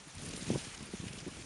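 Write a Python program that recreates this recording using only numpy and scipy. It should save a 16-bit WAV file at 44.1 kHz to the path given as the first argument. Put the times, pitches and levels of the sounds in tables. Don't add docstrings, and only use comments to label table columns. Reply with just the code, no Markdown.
import sys
import numpy as np
from scipy import signal
from scipy.io import wavfile
from scipy.ndimage import uniform_filter1d

SR = 44100
rng = np.random.default_rng(int(sys.argv[2]) if len(sys.argv) > 2 else 0)


def volts(x):
    e = np.asarray(x, float) / 20
    return 10 ** e


def log_audio(samples):
    frames = np.atleast_2d(samples).T
    limited = np.clip(frames, -1, 1)
    pcm = np.round(limited * 32767).astype(np.int16)
    wavfile.write(sys.argv[1], SR, pcm)


N = 63945

# (time [s], depth [dB], width [ms])
EDDIES = [(0.2791, -38.6, 2.3), (0.3029, -38.7, 1.4), (0.3381, -37.4, 1.0), (0.3727, -38.4, 2.8),
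          (0.3772, -39.4, 1.0), (0.4264, -35.5, 1.8), (0.4921, -32.3, 1.8), (0.504, -19.3, 1.15),
          (0.5097, -27.3, 2.5), (0.5185, -26.3, 2.4), (0.5261, -30.1, 1.5), (0.5346, -30.3, 1.1),
          (0.5377, -32.6, 1.9), (0.5442, -30.6, 1.7), (0.5522, -28.5, 2.7), (0.5579, -27, 1.2),
          (0.56, -27, 0.9), (0.5606, -29, 2.0), (0.5635, -39, 1.0), (0.5668, -35, 3.2),
          (0.8084, -39.6, 2.1), (0.828, -36, 2.2), (0.9363, -42, 1.0), (0.9389, -31, 1.2),
          (0.944, -33.9, 2.0), (1.0018, -33, 2.6), (1.0404, -33, 1.6), (1.0682, -32.5, 2.7),
          (1.107, -39.1, 3.2), (1.266, -33, 1.5), (1.2719, -37, 1.9), (1.2829, -34, 1.6),
          (.1481, -45, 2.2), (.1723, -42, 4.5), (.1836, -44.5, 3.2), (.224, -42, 1.9),
                 (.2311, -40.3, 2.5), (.245, -43, 1.7), (.2514, -43.5, 1.3), (.259, -41.5, 1.6),
                 (.2624, -40.5, 2.5), (.291, -41.6, 3.8), (.3409, -45, 1.3), (.3451, -46, 1.3),
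                 (.3501, -44.3, 1.5), (.3945, -41.5, 1.8), (.4223, -40, 2.2), (.4333, -43.3, 2.8),
                 (.464, -40.5, 1.5), (.4672, -41.3, 1.4), (.4729, -41, 2.4), (.48, -35.8, 3.2),
                 (.4874, -39, 2.2), (.4981, -38, 2.4), (.5135, -36, 1.8), (.532, -37.4, 1.0),
                 (.5413, -39, 1.5), (.5758, -40, 1.1), (.581, -36, 2.2), (.584, -42.7, 1.6),
                 (.6696, -45, 1.3), (.6732, -42, 2.8), (.6819, -42.7, 3.4), (.7956, -44, 2.8),
                 (.8231, -43, 2.4), (.8369, -43.5, 2.6), (.8917, -40, 2.1), (.9483, -39, 3.0),
                 (1.0283, -40.2, 2.4), (1.0345, -43.3, 1.9), (1.0451, -42.6, 1.8), (1.0584, -43, 2.3),
                 (1.1129, -41.6, 3.3), (1.1373, -42, 1.2), (1.1422, -44, 2.8), (1.1591, -42.5, 3.0),
                 (1.1777, -41.7, 1.7), (1.1823, -43.8, 1.0), (1.2264, -43, 2.9), (1.2689, -39, 1.3),
                 (1.2766, -38, 1.9), (1.2797, -42, 1.4), (1.2863, -38.4, 3.0), (1.3193, -47, 3.3),
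                 (1.3687, -45, 5), (1.3844, -41.6, 2.0), (1.4, -42.2, 1.7), (1.4178, -44.6, 3.5)]
# (time [s], level [dB])
GUST = [(0.0, -62), (0.07, -66), (0.14, -63.5), (0.2, -51), (0.33, -50), (0.416, -51), (0.6, -54.5),
        (0.72, -57), (0.81, -54.5), (0.9, -56.5), (1.106, -54.5), (1.45, -55)]
# (time [s], level [dB], half length [s], flutter pitch [Hz])
SURGES = [(.015, -56, 0.013, 190), (0.076, -47.5, 0.0071, 202), (.162, -45.5, 0.0084, 112),
          (.232, -52, 0.014, 174), (0.261, -46, 0.027, 148), (0.296, -49.5, 0.027, 224),
          (.466, -48.5, 0.0073, 298), (.482, -46, 0.0087, 158), (.515, -32, 0.0049, 200),
          (.553, -29.5, 0.0068, 142), (.552, -43.5, 0.0025, 800), (0.579, -39, 0.0027, 205),
          (.6, -58, 0.012, 106), (0.673, -52, 0.004, 183), (.63, -50, 0.011, 120), (.793, -61, 0.0062, 182),
          (0.889, -48, 0.0049, 132), (.949, -50, 0.0039, 202), (.975, -59, 0.0065, 100),
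          (1.032, -42.5, 0.0094, 261), (1.062, -57, 0.0027, 144), (1.138, -47.5, 0.0033, 250),
          (1.159, -49, 0.0078, 170), (1.181, -45, 0.0025, 292), (1.227, -43.5, 0.0027, 162),
          (1.278, -41, 0.0073, 297), (1.32, -45, 0.0029, 133), (1.365, -59, 0.018, 81),
          (1.391, -48, 0.016, 266), (1.423, -49, 0.0091, 172)]
# (time [s], level [dB], centre [Hz])
SWISHES = [(0.041, -58, 3750), (0.082, -71, 6200.0), (0.153, -53, 7000), (0.184, -50, 4700),
           (0.257, -49.5, 5530), (0.29, -46, 6160), (0.31, -47.5, 4180), (0.337, -45.5, 4060),
           (0.366, -43.5, 5500), (0.413, -51, 4300.0), (0.431, -60, 5070), (0.516, -44, 5840),
           (0.583, -45, 5170), (0.647, -50, 3960), (0.691, -57, 5300.0), (0.751, -47.5, 4680),
           (0.778, -51.5, 4000), (0.797, -55, 2300), (0.829, -50, 4900), (0.914, -55.5, 5100.0),
           (0.973, -55, 4200.0), (1.013, -52.5, 3470), (1.071, -52, 4350), (1.084, -52.5, 3600),
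           (1.133, -48, 5370), (1.187, -49, 4530), (1.203, -50, 4800), (1.282, -59, 6140),
           (1.346, -61, 5100.0), (1.424, -50, 2400)]
# (time [s], level [dB], centre [Hz])
FLICKS = [(.081, -50.5, 10700), (.154, -50.5, 10000), (0.221, -48, 10600), (.254, -48, 9500),
          (.262, -43, 9850), (.29, -43, 11000), (0.363, -46, 9500), (.374, -43, 10800), (.381, -47, 9300),
          (.414, -48, 4370), (.43, -46.5, 6940), (.442, -61, 7160), (.485, -48, 2360), (.647, -56, 4080),
          (0.859, -49, 10000), (1.084, -50, 2260), (1.133, -52, 5800), (1.189, -50.5, 2860),
          (1.19, -52.5, 5830), (1.201, -56, 2960), (1.212, -53, 5170), (1.132, -56, 2460),
          (.483, -48, 7100), (.485, -54.5, 3660), (.492, -49.5, 5670), (0.236, -51, 6600), (.31, -60, 9500),
          (.395, -50, 10000), (0.464, -66, 5800), (.508, -47.5, 9800), (.617, -50, 9600),
          (0.339, -52.5, 2570), (.778, -54, 5700), (.828, -58, 6800), (1.084, -56, 5700),
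          (1.205, -53, 5600), (1.28, -54, 9300)]
# (time [s], level [dB])
SWAY = [
    (0.0, -55),
    (0.152, -53.5),
    (0.25, -47.5),
    (0.402, -47),
    (0.476, -45),
    (0.836, -51),
    (1.45, -52),
]
# (frequency [Hz], level per Hz [dB])
LEAF_COLOUR = [
    (600, -3.5),
    (1170, -3),
    (2600, 3.5),
    (4500, -0.5),
    (7100, 1.5),
    (9100, 1),
    (11000, 1.5),
    (13000, -0.5),
]


def rms_one(x):
    return x / np.sqrt(np.mean(x ** 2) + 1e-20)


def in_time(rows):
    s, db = np.transpose(rows)
    return np.interp(np.arange(N) / SR, s, db)


def band(x, low_hz, high_hz):
    edges = [low_hz, min(high_hz, 0.45 * SR)]
    return signal.sosfilt(signal.butter(2, edges, "band", fs=SR, output="sos"), x)


def drift(rate_hz):
    r = np.exp(-80 * np.pi * rate_hz / SR)
    noise = rng.standard_normal(N // 40 + 2002)
    slow = signal.lfilter([1], [1, -2 * r, r * r], noise)[2000:]
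    return np.interp(np.arange(N) / 40, np.arange(len(slow)), rms_one(slow))


def grains(per_s, spread_db):
    size = volts(spread_db * np.minimum(rng.exponential(1, N), 4))
    return size * (rng.random(N) < per_s / SR)


def eddy(width_ms):
    u = np.arange(-400, 401) / SR * 1000 / width_ms
    core = 1 / np.cosh(2.31 * u)
    rise = np.exp(-0.5 * (u / 0.96) ** 2)
    shape = rise * core.sum() / rise.sum() - core
    return shape / -shape.min()


def vent(x):
    w, damping = 2 * np.pi * 55, 0.8
    return signal.lfilter(*signal.bilinear([1, 0, 0], [1, 2 * damping * w, w * w], SR), x)


def buffeting():
    strong = np.zeros(N + 801)
    for s, db, width_ms in EDDIES:
        start = int(s * SR)
        strong[start:start + 801] += volts(db + 1.52) * eddy(width_ms)
    small_per_s, small_ms = 500, 1.58
    small = 0
    for size in (0.6, 1.05, 1.7):
        small = small + signal.fftconvolve(grains(small_per_s / 3, 1.5), eddy(small_ms * size), "same")
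    rumble = volts(-7) * rms_one(band(rng.standard_normal(N), 37.7, 81))
    return vent(strong[400:N + 400]) + volts(in_time(GUST)) * (rms_one(vent(small)) + rumble)


def surges():
    octaves, surge_db = 0.61, -4.5
    spray_db, full_spray_db = -14.5, -41.5
    out = np.zeros(N + 8000)
    t = np.arange(-4000, 4000) / SR
    for s, db, half_s, hz in SURGES:
        low, high = rng.standard_normal((2, len(t)))
        edges = hz / 2 ** octaves, hz * 2 ** octaves
        flutter = band(band(low, *edges), *edges)
        flutter = flutter / np.sqrt(uniform_filter1d(flutter ** 2, size=400) + 1e-12)
        spray = volts(spray_db + min(db - full_spray_db, 0)) * rms_one(band(high, 493, 1000))
        swell = np.exp(-0.5 * (t / half_s) ** 2)
        start = int(s * SR)
        out[start:start + len(t)] += volts(db + surge_db) * swell * (flutter + spray)
    return out[4000:N + 4000]


def swishes():
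    rise_s, fall_s, grain_db, swish_db = 0.0031, 0.0025, 3, 1.0
    out = np.zeros(N + 2000)
    t = np.arange(-1000, 1000) / SR
    swell = np.exp(-0.5 * (t / np.where(t < 0, rise_s, fall_s)) ** 2)
    for rows, octaves in ((SWISHES, 0.9), (FLICKS, 0.18)):
        for s, db, hz in rows:
            noise, lumps = rng.standard_normal((2, len(t)))
            crackle = noise * volts(grain_db * rms_one(uniform_filter1d(lumps, size=30)))
            burst = swell * band(crackle, hz / 2 ** octaves, hz * 2 ** octaves)
            burst = burst * np.sqrt(np.sum(swell ** 2) / np.sum(burst ** 2))
            start = int(s * SR)
            out[start:start + len(t)] += volts(db + swish_db) * burst
    return out[1000:N + 1000]


def leaf_db(hz):
    points, db = np.transpose(LEAF_COLOUR)
    return np.interp(np.log(hz), np.log(points), db)


def leaf_hiss(together_db, own_db):
    edges = 560 * 2 ** (np.arange(15) / 3)
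    white = rng.standard_normal((2, N))
    together = drift(19.3)
    out = 0
    for k, (low, high) in enumerate(zip(edges, edges[1:])):
        flicker_db = together_db * together + own_db * drift(10.5)
        level = volts(leaf_db(np.sqrt(low * high)) + flicker_db)
        out = out + level * band(white[k % 2], low, high)
    return rms_one(out)


def leaf_ticks():
    ticks_per_s, ring_cycles = 2500, 4.9
    clicks = grains(ticks_per_s * volts(6 * drift(30)), 3) * rng.choice([-1, 1], N)
    dealt = rng.integers(0, 20, N)
    out = 0
    for k, hz in enumerate(np.geomspace(1800, 10500, 20)):
        r = volts(-60 * hz / (ring_cycles * SR))
        w = 2 * np.pi * hz / SR
        struck = clicks * (dealt == k) + 1e-18
        ring = signal.lfilter([0, np.sin(w)], [1, -2 * r * np.cos(w), r * r], struck)
        out = out + volts(leaf_db(hz)) * np.sqrt(hz) * ring
    return rms_one(out)


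def reeds():
    return volts(in_time(SWAY)) * (leaf_hiss(together_db=1.1, own_db=1.8) + volts(-6) * leaf_ticks())


def far_wash():
    sway_db = in_time(SWAY)
    level_db = -60 + 0.27 * (sway_db - sway_db.mean())
    return volts(level_db) * rms_one(band(rng.standard_normal(N), 326, 1780))


def scene():
    return (buffeting() + surges() + swishes() + reeds() + far_wash())[None]


def band_limit(x):
    return signal.sosfilt(signal.butter(12, 13650, fs=SR, output="sos"), x)


def record(dry):
    dip_hz, dip_width_hz, dip_depth = 7900, 700, 0.65
    x = dry - dip_depth * signal.lfilter(*signal.iirpeak(dip_hz, dip_hz / dip_width_hz, SR), dry)
    x = signal.sosfilt(signal.cheby2(6, 33, 11750, fs=SR, output="sos"), x)
    x = signal.sosfilt(signal.cheby2(16, 50, 13800, fs=SR, output="sos"), x)
    return band_limit(x)


dry = scene()
out = record(dry)
log_audio(out)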